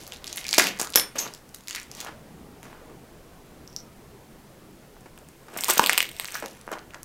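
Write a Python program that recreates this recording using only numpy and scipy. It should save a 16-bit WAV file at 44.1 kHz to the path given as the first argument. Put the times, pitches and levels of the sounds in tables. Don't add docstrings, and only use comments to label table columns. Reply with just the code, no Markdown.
import sys
import numpy as np
from scipy import signal
from scipy.fft import rfft, irfft
from scipy.io import wavfile
from scipy.ndimage import uniform_filter1d

SR = 44100
rng = np.random.default_rng(int(sys.argv[2]) if len(sys.argv) > 2 else 0)


def gain_from_decibels(decibels):
    exponent = np.asarray(decibels, float) / 20
    return 10 ** exponent


def materialize(psi):
    bounded = np.clip(np.atleast_2d(psi).T, -1, 1)
    quanta = np.round(bounded * 32767).astype(np.int16)
    wavfile.write(sys.argv[1], SR, quanta)


N = 310464

# freq_hz, density_db (per Hz)
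AIR = [(12, -6), (30, -5), (50, -16), (72, -7.5), (98, -17.5), (125, -8.5), (242, -12), (416, -14),
       (775, -20), (1130, -23.5), (3620, -32), (11000, -35.5), (16000, -37)]
# start_s, level_db
RUMBLE = [
    (0.0, -52.5),
    (1.78, -56),
    (2.12, -51),
    (7.04, -56),
]

# freq_hz, level_db
TREBLE = [
    [(3000, -22), (4500, -7.5), (5500, -4.5), (6500, -3.5), (8000, -8.5), (10500, -5), (13000, -10),
     (16000, -13)],
    [(3000, -33.5), (5500, -4), (6800, -5), (8400, -0.5), (10500, -11.5), (12500, -3), (13700, -4),
     (16000, -11.5)],
]
# freq_hz, level_db
SCUFF = [(70, -36), (130, -12), (200, -2), (600, 4), (1000, 3), (1600, 2.5), (3000, -17.5), (6000, -111.5)]
# freq_hz, level_db
TAP = [(150, -39.5), (400, -12.5), (700, -5), (1600, 3), (3000, -9.5), (6000, -60)]
SCRAP_S = 4.5, 6.42

# peak_s, rise_s, fall_s, level_db
TICKING = [(0, .05, 0.14, -51), (.39, 0.042, 0.038, -43), (.52, 0.035, 0.17, -44), (.587, .006, 0.026, -22),
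           (1.2, 0.009, 0.096, -44), (1.73, 0.1, 0.13, -54), (1.98, 0.048, 0.05, -50),
           (2.64, 0.025, .07, -54), (5.6, 0.05, .2, -43.5), (5.706, 0.017, 0.012, -17),
           (5.86, 0.21, 0.085, -39), (6.21, 0.13, 0.17, -50), (6.36, 0.16, 0.21, -50)]
# peak_s, rise_s, fall_s, level_db, pitch_hz
GRINDING = [(0, .1, 0.18, -51.5, 3500), (.3, 0.053, 0.13, -47, 3380), (.47, 0.068, 0.071, -46.5, 2170),
            (0.591, 0.013, 0.11, -24.5, 1660), (.83, 0.035, 0.041, -38.5, 1320),
            (0.97, 0.0041, 0.08, -33, 1350), (1.199, 0.041, 0.095, -41, 2530),
            (1.26, 0.07, 0.036, -43, 1170), (1.7, 0.02, 0.18, -48, 2110), (1.99, 0.05, .1, -47.5, 3200),
            (2.08, 0.081, 0.052, -42, 1130), (2.642, 0.021, 0.2, -52.5, 1360),
            (5.58, 0.066, 0.13, -41.5, 1510), (5.709, 0.054, 0.13, -32.5, 2190),
            (5.821, 0.05, 0.12, -34.5, 1150), (5.91, 0.07, 0.098, -35.5, 3270),
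            (5.98, 0.08, 0.1, -41, 2400), (6.21, 0.12, 0.35, -49, 2150), (6.37, 0.083, 0.098, -46, 1620),
            (6.734, 0.015, 0.016, -31.5, 1070)]
# peak_s, rise_s, fall_s, level_db
DRAGGING = [(.12, 0.46, 0.061, -58.5), (.34, 0.25, .07, -63), (.72, 0.47, 0.034, -43.5),
            (.93, .05, 0.13, -51), (1.2, 0.011, 0.13, -39.5), (2.03, 0.12, 0.05, -47),
            (2.65, 0.03, 0.1, -47.5), (2.75, 0.037, 0.15, -53), (5.57, 0.08, 0.088, -39),
            (5.81, 0.015, 0.16, -34), (6.45, 0.012, 0.22, -49.5), (6.735, 0.046, 0.083, -38.5),
            (6.96, 0.057, 0.063, -49.5)]
SWELL_DB = 15

# start_s, level_db, pitch_hz
TICKS = [(0.0067, -38, 3660), (0.0143, -37, 11800), (0.0358, -35, 7100), (0.0383, -49, 7100),
         (0.0675, -31, 5060), (0.0776, -29, 11400), (0.0839, -54, 6100), (0.1367, -35, 9600),
         (0.1444, -36, 3300), (0.1536, -42, 5100), (0.1701, -36, 7800), (0.2539, -44, 4700),
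         (0.2602, -33, 3400), (0.2964, -35, 6100), (0.3027, -52, 5400), (0.3085, -47, 5700),
         (0.3389, -42, 6800), (0.3448, -43, 5300), (0.3574, -51, 5200), (0.3882, -43, 8000),
         (0.3928, -37, 7300), (0.4083, -38, 7900), (0.4776, -34, 3000), (0.5075, -29, 8700),
         (0.5376, -20, 5000), (0.5706, -27, 9000), (1.608, -40, 4200), (0.6011, -18, 5740),
         (0.6408, -16, 6000), (0.6792, -30, 4000), (0.7625, -43, 13100), (0.7678, -51, 5900),
         (0.7747, -36, 6600), (0.7895, -27, 6700), (0.7997, -13, 4930), (1.637, -44, 5300),
         (0.8209, -19, 5400), (0.8245, -50, 6900), (0.8445, -41, 9000), (0.8473, -22.5, 4000),
         (0.8545, -40, 8700), (0.8946, -34, 3000), (0.9028, -27, 9200), (0.9239, -30, 5000),
         (1.1596, -32, 12500), (1.2112, -46, 11800), (1.3489, -31.5, 5000), (1.3542, -52, 5900),
         (1.3598, -46, 6600), (1.5415, -45, 4800), (1.5557, -45, 7100), (1.5613, -37, 6900),
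         (1.6887, -41, 6500), (1.6936, -29, 7100), (1.7251, -42, 5300), (1.8154, -34, 3100),
         (1.9256, -51, 6200), (1.9705, -33, 4200), (2.012, -22.5, 2980), (2.0343, -42, 7600)]
# start_s, level_db, pitch_hz
NUDGES = [(0.1165, -40, 3400), (0.1222, -23.5, 3460), (0.1386, -34, 3380), (0.1478, -37, 3500),
          (0.1623, -33, 3600), (0.277, -24, 4830), (0.2795, -26, 5200), (0.4135, -29.5, 3500),
          (0.4296, -44, 2200), (0.4345, -33, 3180), (0.4544, -45, 3040), (0.4597, -33, 2350),
          (0.5562, -22, 3380), (0.562, -28, 2600), (0.7106, -33, 2800), (0.8726, -27, 5100),
          (1.153, -43, 1600), (1.1646, -27.5, 2900), (1.1725, -48, 3700), (1.2766, -29, 3830),
          (1.6993, -26, 5400), (1.7883, -35, 2130), (1.8211, -36, 2200), (1.6835, -27.5, 2280),
          (1.7495, -21.5, 2000), (2.0708, -31, 2800), (1.7095, -26, 2400), (2.6548, -42, 1600),
          (5.5448, -36, 2260), (5.557, -36, 1600), (5.9083, -31, 3800), (5.9122, -33, 3700),
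          (5.9155, -28, 3800), (5.9177, -33, 4000), (5.9665, -28, 3000), (5.9462, -18, 2090),
          (6.0352, -29, 2250), (6.0551, -23, 2270), (6.2205, -35, 3600), (6.7368, -28, 2500),
          (6.7864, -33, 2400), (6.9476, -32, 2950)]
# start_s, level_db, pitch_hz, length_ms
CRUNCHES = [
    (.132, -34, 4100, 5.9),
    (.6, -23.5, 4200, 230),
    (1.1824, -22.5, 5500, 17),
    (2.002, -30, 5330, 8.8),
    (5.5866, -24.5, 2110, 3.5),
    (5.682, -16, 1100, 22),
    (5.688, -20.5, 3470, 26),
    (6.3418, -27, 5400, 10),
]
# start_s, level_db, pitch_hz
CRUMBS = [(1.338, -27, 6570), (1.5455, -29.5, 3960), (1.5469, -26, 10470), (1.5487, -35, 6000),
          (1.674, -29, 4160), (1.683, -19, 5700), (1.7092, -22.5, 6550), (1.7489, -22, 5730),
          (1.7521, -20.5, 4900), (1.7601, -19, 4900), (1.7994, -27, 6400), (1.8307, -31.5, 8150),
          (1.9154, -25.5, 5400), (1.9504, -28, 6000), (2.0041, -21, 5000), (.217, -52, 3500),
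          (1.492, -40, 7800), (6.5313, -42, 9800), (6.7175, -30, 12700), (7.0313, -25.5, 8700)]
# start_s, level_db, pitch_hz
SPLINTERS = [(.2431, -22.5, 3900), (.2692, -25, 4650), (.2752, -30, 5250), (.2863, -42, 6100),
             (.3287, -18.5, 4900), (.3598, -23.5, 12000), (.3719, -17, 10100), (.3821, -20.5, 2460),
             (.443, -23, 4340), (.467, -20.5, 4930), (.483, -21.5, 4700), (.491, -14, 4800),
             (.4994, -33, 5210), (.5111, -17, 5000), (.5403, -13, 2340), (.5458, -11, 5150),
             (.6708, -13, 2450), (.8309, -22, 9000), (1.1908, -16, 6200), (1.1947, -26, 4930)]
# start_s, level_db, pitch_hz
PEBBLES = [(.377, -20.5, 3730), (.452, -24.5, 2520), (.5299, -7, 4470), (.5981, -4.5, 1730),
           (.862, -37, 1290), (.8722, -26, 1220), (.9367, -22.5, 3400), (.9412, -18.5, 3220),
           (.9977, -12, 3300), (1.17, -30, 2500), (1.283, -42, 1470), (1.7294, -27.5, 4900),
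           (5.8403, -10, 2340), (5.8867, -24.5, 2800), (5.8961, -1, 2020), (5.926, -13.5, 2900),
           (6.005, -3.5, 2140), (6.2556, -22.5, 4140), (6.2854, -24.5, 2000), (6.3543, -18, 1530),
           (6.7917, -36.5, 3800), (6.9073, -36, 2500), (6.937, -33.5, 1380), (6.9449, -26, 1570)]
# start_s, level_db, pitch_hz
CRACKS = [(.5818, 3, 6150), (.5848, 0.5, 4400), (.7971, -19, 8400), (.8046, -15, 6440), (.8145, -12, 8550),
          (.9053, -41, 6300), (.9583, 1.5, 6260), (6.716, -47, 5000), (6.46, -24.5, 4370),
          (6.7282, -49, 7600), (2.0475, -26.5, 1120), (2.6308, -32.5, 2320), (5.009, -43, 7500),
          (5.1774, -36, 2870), (5.2877, -37, 7650), (5.6999, -6.5, 7300), (5.8355, -16, 1610)]
# start_s, level_db, pitch_hz, length_ms
THUMPS = [
    (.7975, -20, 980, 2.7),
    (.8148, -22, 1070, 1.9),
    (1.1531, -29, 1400, 26),
    (1.1558, -28, 1043, 11),
    (5.058, -37, 706.6, 6.5),
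    (5.4831, -33.5, 1110, 5.3),
    (6.424, -23, 507, 7.6),
    (6.44, -28.5, 576, 23),
    (6.716, -22.5, 1020, 4.9),
    (6.7257, -24, 1430, 10),
]
# start_s, level_db, pitch_hz, length_ms
SHATTERS = [
    (.952, -20, 3950, 2),
    (.9595, -13, 2920, 1.9),
    (.9741, -12.5, 2030, 2.7),
    (5.795, 2, 960, 1.7),
]
# start_s, level_db, pitch_hz
CLODS = [(1.2663, -22.5, 1350), (2.0654, -27, 955), (2.0922, -29, 1190), (2.7297, -34, 1290),
         (4.9671, -37, 950), (5.5652, -22, 1230), (5.7726, -17.5, 1120), (5.8106, -39, 890),
         (6.4403, -22.5, 1430), (6.4586, -41, 905), (6.6782, -21.5, 900), (6.6903, -27, 1380),
         (6.7155, -25, 880), (6.7766, -34, 910)]
# start_s, level_db, pitch_hz
LATE_TICKS = [(5.1885, -40, 8500), (5.5384, -40, 11100), (5.625, -37, 6500), (5.6548, -22, 3400),
              (5.679, -39, 13900), (5.6836, -15, 9400), (5.734, -19, 9100), (5.7368, -14, 13600),
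              (5.9005, -16.5, 4000), (5.7087, -11.5, 3780), (6.0458, -34.5, 3300), (5.8315, -22, 6000),
              (6.0946, -30, 3600), (5.879, -24.5, 4000), (6.2102, -32, 3400), (6.2718, -39, 6700),
              (6.2999, -42, 3900), (6.3172, -33, 4940), (6.3721, -32, 5100), (6.369, -31, 10000),
              (6.4063, -55, 9600), (6.4309, -40, 5300), (6.4818, -33, 3300), (6.4859, -38, 8100),
              (6.5179, -46, 13600), (6.551, -41, 3000), (6.5724, -42.5, 3000), (5.8165, -27, 3500),
              (6.6676, -41, 3000)]
# start_s, level_db, pitch_hz, length_ms
SPITS = [
    (5.5731, -25, 6700, 8.3),
    (5.609, -12.5, 7260, 0.76),
    (5.7069, -17, 7250, 5.9),
    (5.728, -27, 3300, 10),
]
# start_s, level_db, pitch_hz
POPS = [(5.6059, -29, 7480), (5.6147, -33, 9300), (5.6214, -26, 8000), (5.6303, -32, 9000),
        (5.6372, -11.5, 3370), (5.6443, -10.5, 7150), (5.7574, -21, 8300), (5.776, -15.5, 3600),
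        (5.7798, -8, 5850), (5.7814, -12.5, 8150), (5.8623, -6.5, 3820), (5.8713, -10, 3500),
        (5.9322, -9.5, 2600), (5.9783, -3, 2370), (5.9825, -5.5, 2400), (5.9894, -19, 1740),
        (6.0185, -20, 5070), (6.0278, -11.5, 2560), (6.0909, -26.5, 3310), (6.115, -29.5, 2480),
        (6.1661, -30, 3700), (6.1791, -46, 3660), (6.1982, -12, 2220), (6.2458, -19.5, 2060),
        (6.2774, -29, 8500), (6.3062, -30, 5000), (6.3217, -26, 8400), (6.613, -34, 7800)]
# start_s, level_db, pitch_hz
KNOCKS = [
    (5.694, -24, 1070),
    (5.697, -17, 1092),
    (5.7035, -11, 1160),
    (5.7082, -19, 1100),
]
# events, body_db (over ring), treble_db (over ring)
MATERIALS = [
    (SPLINTERS, -42, -3.5),
    (CRUMBS, -25, -1.2),
    (PEBBLES, -14.5, -20),
    (CLODS, 17, -25),
    (CRACKS, -1.6, 0.57),
    (POPS, -11.5, 0),
    (SPITS, -13, 36),
    (CRUNCHES, -7.5, -4.9),
    (SHATTERS, -6, -9),
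    (THUMPS, 6.4, -33),
             (TICKS, -32, 0.46),
    (LATE_TICKS, -20, 1.1),
    (NUDGES, -30, -13.5),
    (KNOCKS, -5.5, -2),
]
# shortest_ms, longest_ms
BOUNCE_MS = (.12, .45)

# peak_s, rise_s, fall_s, level_db, pitch_hz, sharpness_q
SQUEAKS = [(0.383, .015, 0.028, -41, 2100, 4.9), (.455, .015, 0.068, -42, 2280, 6),
           (.536, 0.0078, 0.054, -31.5, 2300, 6), (.865, 0.026, .04, -39, 1305, 6),
           (1.187, 0.0052, 0.052, -27.5, 6340, 7.5), (1.205, 0.028, 0.041, -35.5, 12600, 6.4),
           (1.767, 0.026, 0.042, -36.5, 2060, 0.92), (6.356, 0.019, 0.04, -37, 1560, 1.5),
           (6.358, .03, 0.044, -45, 14300, 8), (6.375, 0.06, 0.017, -46, 5800, 5.6),
           (6.445, 0.016, .03, -37, 550, 3.3), (.6, .02, .12, -36, 195, 2),
           (2.9, 0.085, 0.065, -45, 380, 0.83)]

SHARD_HZ = [3435, 5369, 5207, 12295, 8836, 10975, 10914, 11855, 11895, 8812, 12025, 12171]
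# level_db, t60_s
SHARD = [(-22, .19), (-16, .06), (-23, .1), (-19, .07), (-29, .33), (-22, .15), (-18, .18), (-20, .18),
         (-11, .085), (-32, .3), (-17, .09), (-18, .13)]
# start_s, level_db, pitch_hz, t60_s
SLIVERS = [
    (5.573, -26, 9700, .02),
    (5.574, -27, 14200, .025),
    (5.93, -20, 13600, .015),
    (6.343, -30, 6000, .02),
    (6.352, -31, 14500, .03),
    (2.003, -55, 13400, .2),
    (.972, -16, 5364, .08),
    (1.007, -29, 5374, .2),
]

# start_s, level_db
CHIP_TIMES = [
    (3.6763, -35),
    (3.7286, -43),
    (3.7368, -47),
    (3.7636, -20),
    (3.6985, -47),
    (3.77, -39),
    (3.773, -42),
    (3.785, -39),
    (3.798, -41),
]
# pitch_hz, level_db, t60_s
CHIP = [(5640, 3.5, 0.006), (5820, -6, 0.0045), (5400, -8, 0.0084), (7000, -8, 0.0064),
        (11800, -11, 0.0062)]

# freq_hz, t60_s
WALLS = [(200, 0.46), (700, 0.24), (2000, 0.27), (5000, 0.23), (12000, 0.19)]
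# delay_ms, level_db
EARLY = [(4.2, -12.5), (7.5, -52), (11, -42), (16.5, -19), (25, -12), (39, -9)]
# first_steps_db, last_nearer_steps_db, glass_db
WET_DB = [-8.5, -11, -10]


def evened(x):
    return x / np.sqrt(np.mean(x ** 2) + 1e-20)


def read(points, hz):
    f, value = np.transpose(points)
    return np.interp(np.log(hz + 1), np.log(f + 1), value)


def add(mix, s, sound):
    part = mix[round(s * SR):][:len(sound)]
    part += sound[:len(part)]


def causal(points):
    hz = abs(np.fft.fftfreq(4096, 1 / SR))
    log_gain = np.log(gain_from_decibels(np.maximum(read(points, hz), -80)))
    return np.fft.ifft(np.exp(np.conj(signal.hilbert(log_gain)))).real[:1024]


def ring(x, hz, q):
    return signal.lfilter(*signal.iirpeak(min(hz, SR / 2.2), max(q, .3), SR), x)


def mode(t, hz, db, t60):
    return gain_from_decibels(db - 60 * t / t60) * np.sin(2 * np.pi * hz * t)


def on_scrap(s):
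    return (s > SCRAP_S[0]) & (s < SCRAP_S[1])


def air():
    frames, hz = N // 256 + 5, np.fft.rfftfreq(1024, 1 / SR)
    a, b, patches = rng.standard_normal((frames, 513, 3)).T
    patches = evened(uniform_filter1d(uniform_filter1d(patches, 4, 0), 12, 1))
    s, db = np.transpose(RUMBLE)
    swell_db = np.interp(np.arange(frames) * 256 / SR, s, db - db.mean())
    hz = hz[:, None]
    low = 1 / (1 + (hz / 1500) ** 2)
    moving_db = low * (3.4 * patches * hz / (hz + 150) + swell_db)
    moving = signal.istft((a + 1j * b) * gain_from_decibels(moving_db), nperseg=1024, noverlap=768)[1][:N]
    colour = gain_from_decibels(read(AIR, np.fft.rfftfreq(N, 1 / SR)))
    return gain_from_decibels(-49.5) * evened(irfft(rfft(moving) * colour, N))


def grains(per_s, spread_db):
    size = gain_from_decibels(spread_db * np.minimum(rng.exponential(1, N), 3))
    return evened(size * rng.standard_normal(N) * (rng.random(N) < per_s / SR))


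def fine_grit():
    clumps = gain_from_decibels(3.5 * evened(uniform_filter1d(rng.standard_normal(N), size=260)))
    shared = grains(1100, 2.6)
    sizes_hz = np.geomspace(4000, 14500, 5)
    return clumps * sum(evened(ring(.6 * shared + grains(900, 2.8), hz, 3.1)) for hz in sizes_hz)


def press(t, s, rise, fall, db):
    away = np.maximum((s - t) / max(rise, .005), (t - s) / max(fall, .005))
    return gain_from_decibels(db - SWELL_DB * away)


def rolled(x, hz, q):
    turn = np.exp(2j * np.pi * hz * np.arange(1, len(x) + 1) / SR)
    r = np.exp(-np.pi * hz / q / SR)
    once = signal.lfilter([1 - r], [1, -r], x / turn)
    return 2 * (turn * signal.lfilter([1 - r], [1, -r], once)).real


def tread():
    fine, coarse, rub = fine_grit(), grains(3200, 2.4), grains(2200, 2.4)
    t, knots = np.arange(N) / SR, np.arange(0, N / SR, .002)
    plain, scrap = (evened(signal.oaconvolve(fine, causal(c))[:N]) for c in TREBLE)
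    scuff = evened(signal.oaconvolve(rub + 1.5 * coarse, causal(SCUFF))[:N])
    fine_gain = np.interp(t, knots, sum(press(knots, *row) for row in TICKING))
    scuff_gain = np.interp(t, knots, sum(press(knots, *row) for row in DRAGGING))
    out = fine_gain * np.where(on_scrap(t), scrap, plain) + scuff_gain * scuff
    for s, rise, fall, db, hz in GRINDING:
        part = slice(max(round((s - 2 * rise) * SR), 0), min(round((s + 2 * fall) * SR), N))
        narrow = evened(rolled(coarse[part], hz, 2.5))
        broad = evened(rolled(coarse[part], hz, .6))
        out[part] += press(t[part], s, rise, fall, db) * (0.021 * narrow + 1.19 * broad)
    return out


def splinter_burst(z, ms):
    t = np.arange(len(z)) / SR
    attack = np.minimum(t / (1e-4 * ms), 1)
    shape = np.exp(-t / (0.0014 * max(ms - .8, .1))) * attack
    spectrum = rfft(z * shape)
    even = spectrum / uniform_filter1d(abs(spectrum), size=len(z) // 128) ** 0.67
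    burst = np.sqrt(shape) * irfft(even)
    lag = round(np.interp(np.tanh(z[-1]), (-1, 1), BOUNCE_MS) * SR / 1000)
    return burst + .3 * np.roll(burst, lag)


def snaps():
    q, skirt_db, snap_ms = 1.3, -5, 1.35
    out = np.zeros(N)
    rows = []
    for events, body_db, treble_db in MATERIALS:
        rows += [(*row, snap_ms)[:4] + (body_db, treble_db) for row in events]
    colours = [causal(c) for c in TREBLE]
    full_sole, light_sole = causal(SCUFF), causal(TAP)
    wide = signal.butter(2, [1200, 8000], "band", fs=SR)
    noise = rng.standard_normal((len(rows), 4096))
    for (s, db, hz, ms, body_db, treble_db), z in zip(rows, noise):
        short = ms < 2
        burst = splinter_burst(z[:1024] if short else z, ms)
        size = len(burst)
        skirt = evened(signal.lfilter(*wide, burst))
        piece = evened(ring(ring(burst, hz, q), hz, q)) + gain_from_decibels(skirt_db) * skirt
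        sole = light_sole if body_db < -8 else full_sole
        body = signal.fftconvolve(burst, sole)[:size]
        spray = signal.fftconvolve(burst, colours[int(on_scrap(s))])[:size]
        snap = evened(piece) + gain_from_decibels(body_db) * evened(body) + gain_from_decibels(treble_db) * evened(spray)
        power = 2 * uniform_filter1d(snap ** 2, size=24)
        lead = power.argmax() / SR if short else 3e-4
        add(out, s - lead, gain_from_decibels(db) * snap / np.sqrt(power.max()))
    return out


def squeaks():
    out, slips, t = np.zeros(N), grains(2600, 0.99), np.arange(N) / SR
    for s, rise, fall, db, hz, q in SQUEAKS:
        part = slice(round((s - 2 * rise) * SR), round((s + 2 * fall) * SR))
        squeal = evened(ring(ring(slips[part], hz, q), hz, q))
        out[part] += press(t[part], s, rise, fall, db) * squeal
    return out


def shard():
    out, t = np.zeros(N), np.arange(SR // 3) / SR
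    tones = sum(mode(t, hz, db, t60) for hz, (db, t60) in zip(SHARD_HZ, SHARD))
    add(out, .958, gain_from_decibels(-2.5) * tones)
    return out


def slivers():
    out, t = np.zeros(N), np.arange(SR // 5) / SR
    attack = np.minimum(t / 0.00059, 1)
    for s, db, hz, t60 in SLIVERS:
        add(out, s, mode(t, hz, db, t60) * attack)
    return out


def chip():
    out, t = np.zeros(N), np.arange(2000) / SR
    tones = sum(mode(t, hz, db, t60) for hz, db, t60 in CHIP)
    attack = np.minimum(t / 0.00023, 1)
    for s, db in CHIP_TIMES:
        add(out, s, gain_from_decibels(db) * tones * attack)
    return out


def room(x):
    out, turn = np.zeros(N), np.pi * np.arange(N) / SR * 9
    for k in range(3):
        taps = np.zeros(SR // 2)
        at = np.arange(130, SR // 2 - 20, 20)
        taps[at + rng.integers(0, 20, len(at))] = rng.choice([-1., 1.], len(at))
        hz, t, z = signal.stft(taps, SR, nperseg=256)
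        decay = gain_from_decibels(-60 * t / read(WALLS, hz)[:, None])
        tail = signal.istft(z * decay, SR, nperseg=256)[1]
        tail /= np.linalg.norm(tail)
        for ms, db in EARLY:
            tail[round(ms * rng.uniform(.97, 1.03) * SR / 1000)] += gain_from_decibels(db)
        share = np.sqrt(2 / 3) * abs(np.cos(turn + k * np.pi / 3))
        out += signal.oaconvolve(x * share, tail)[:N]
    return out


def scene():
    no_bass = signal.butter(3, 115, "high", fs=SR, output="sos")
    boots = signal.sosfilt(no_bass, snaps() + tread() + slivers() + squeaks())
    glass = shard() + chip()
    first_db, last_db, glass_db = WET_DB
    wet = gain_from_decibels(np.where(np.arange(N) / SR < SCRAP_S[0], first_db, last_db))
    return (boots + glass + room(wet * boots + gain_from_decibels(glass_db) * glass) + air())[None]


def roll_off(x):
    return signal.sosfilt(signal.butter(12, 15790, fs=SR, output="sos"), x)


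def record(dry):
    clipped = np.clip(dry, -.96, .96)
    no_drift = signal.lfilter(*signal.butter(1, 12, "high", fs=SR), clipped)
    edge = signal.firwin(101, 16300, window=("kaiser", 6), fs=SR)
    return roll_off(signal.oaconvolve(no_drift, edge[None], "same"))


dry = scene()
out = record(dry)
materialize(out)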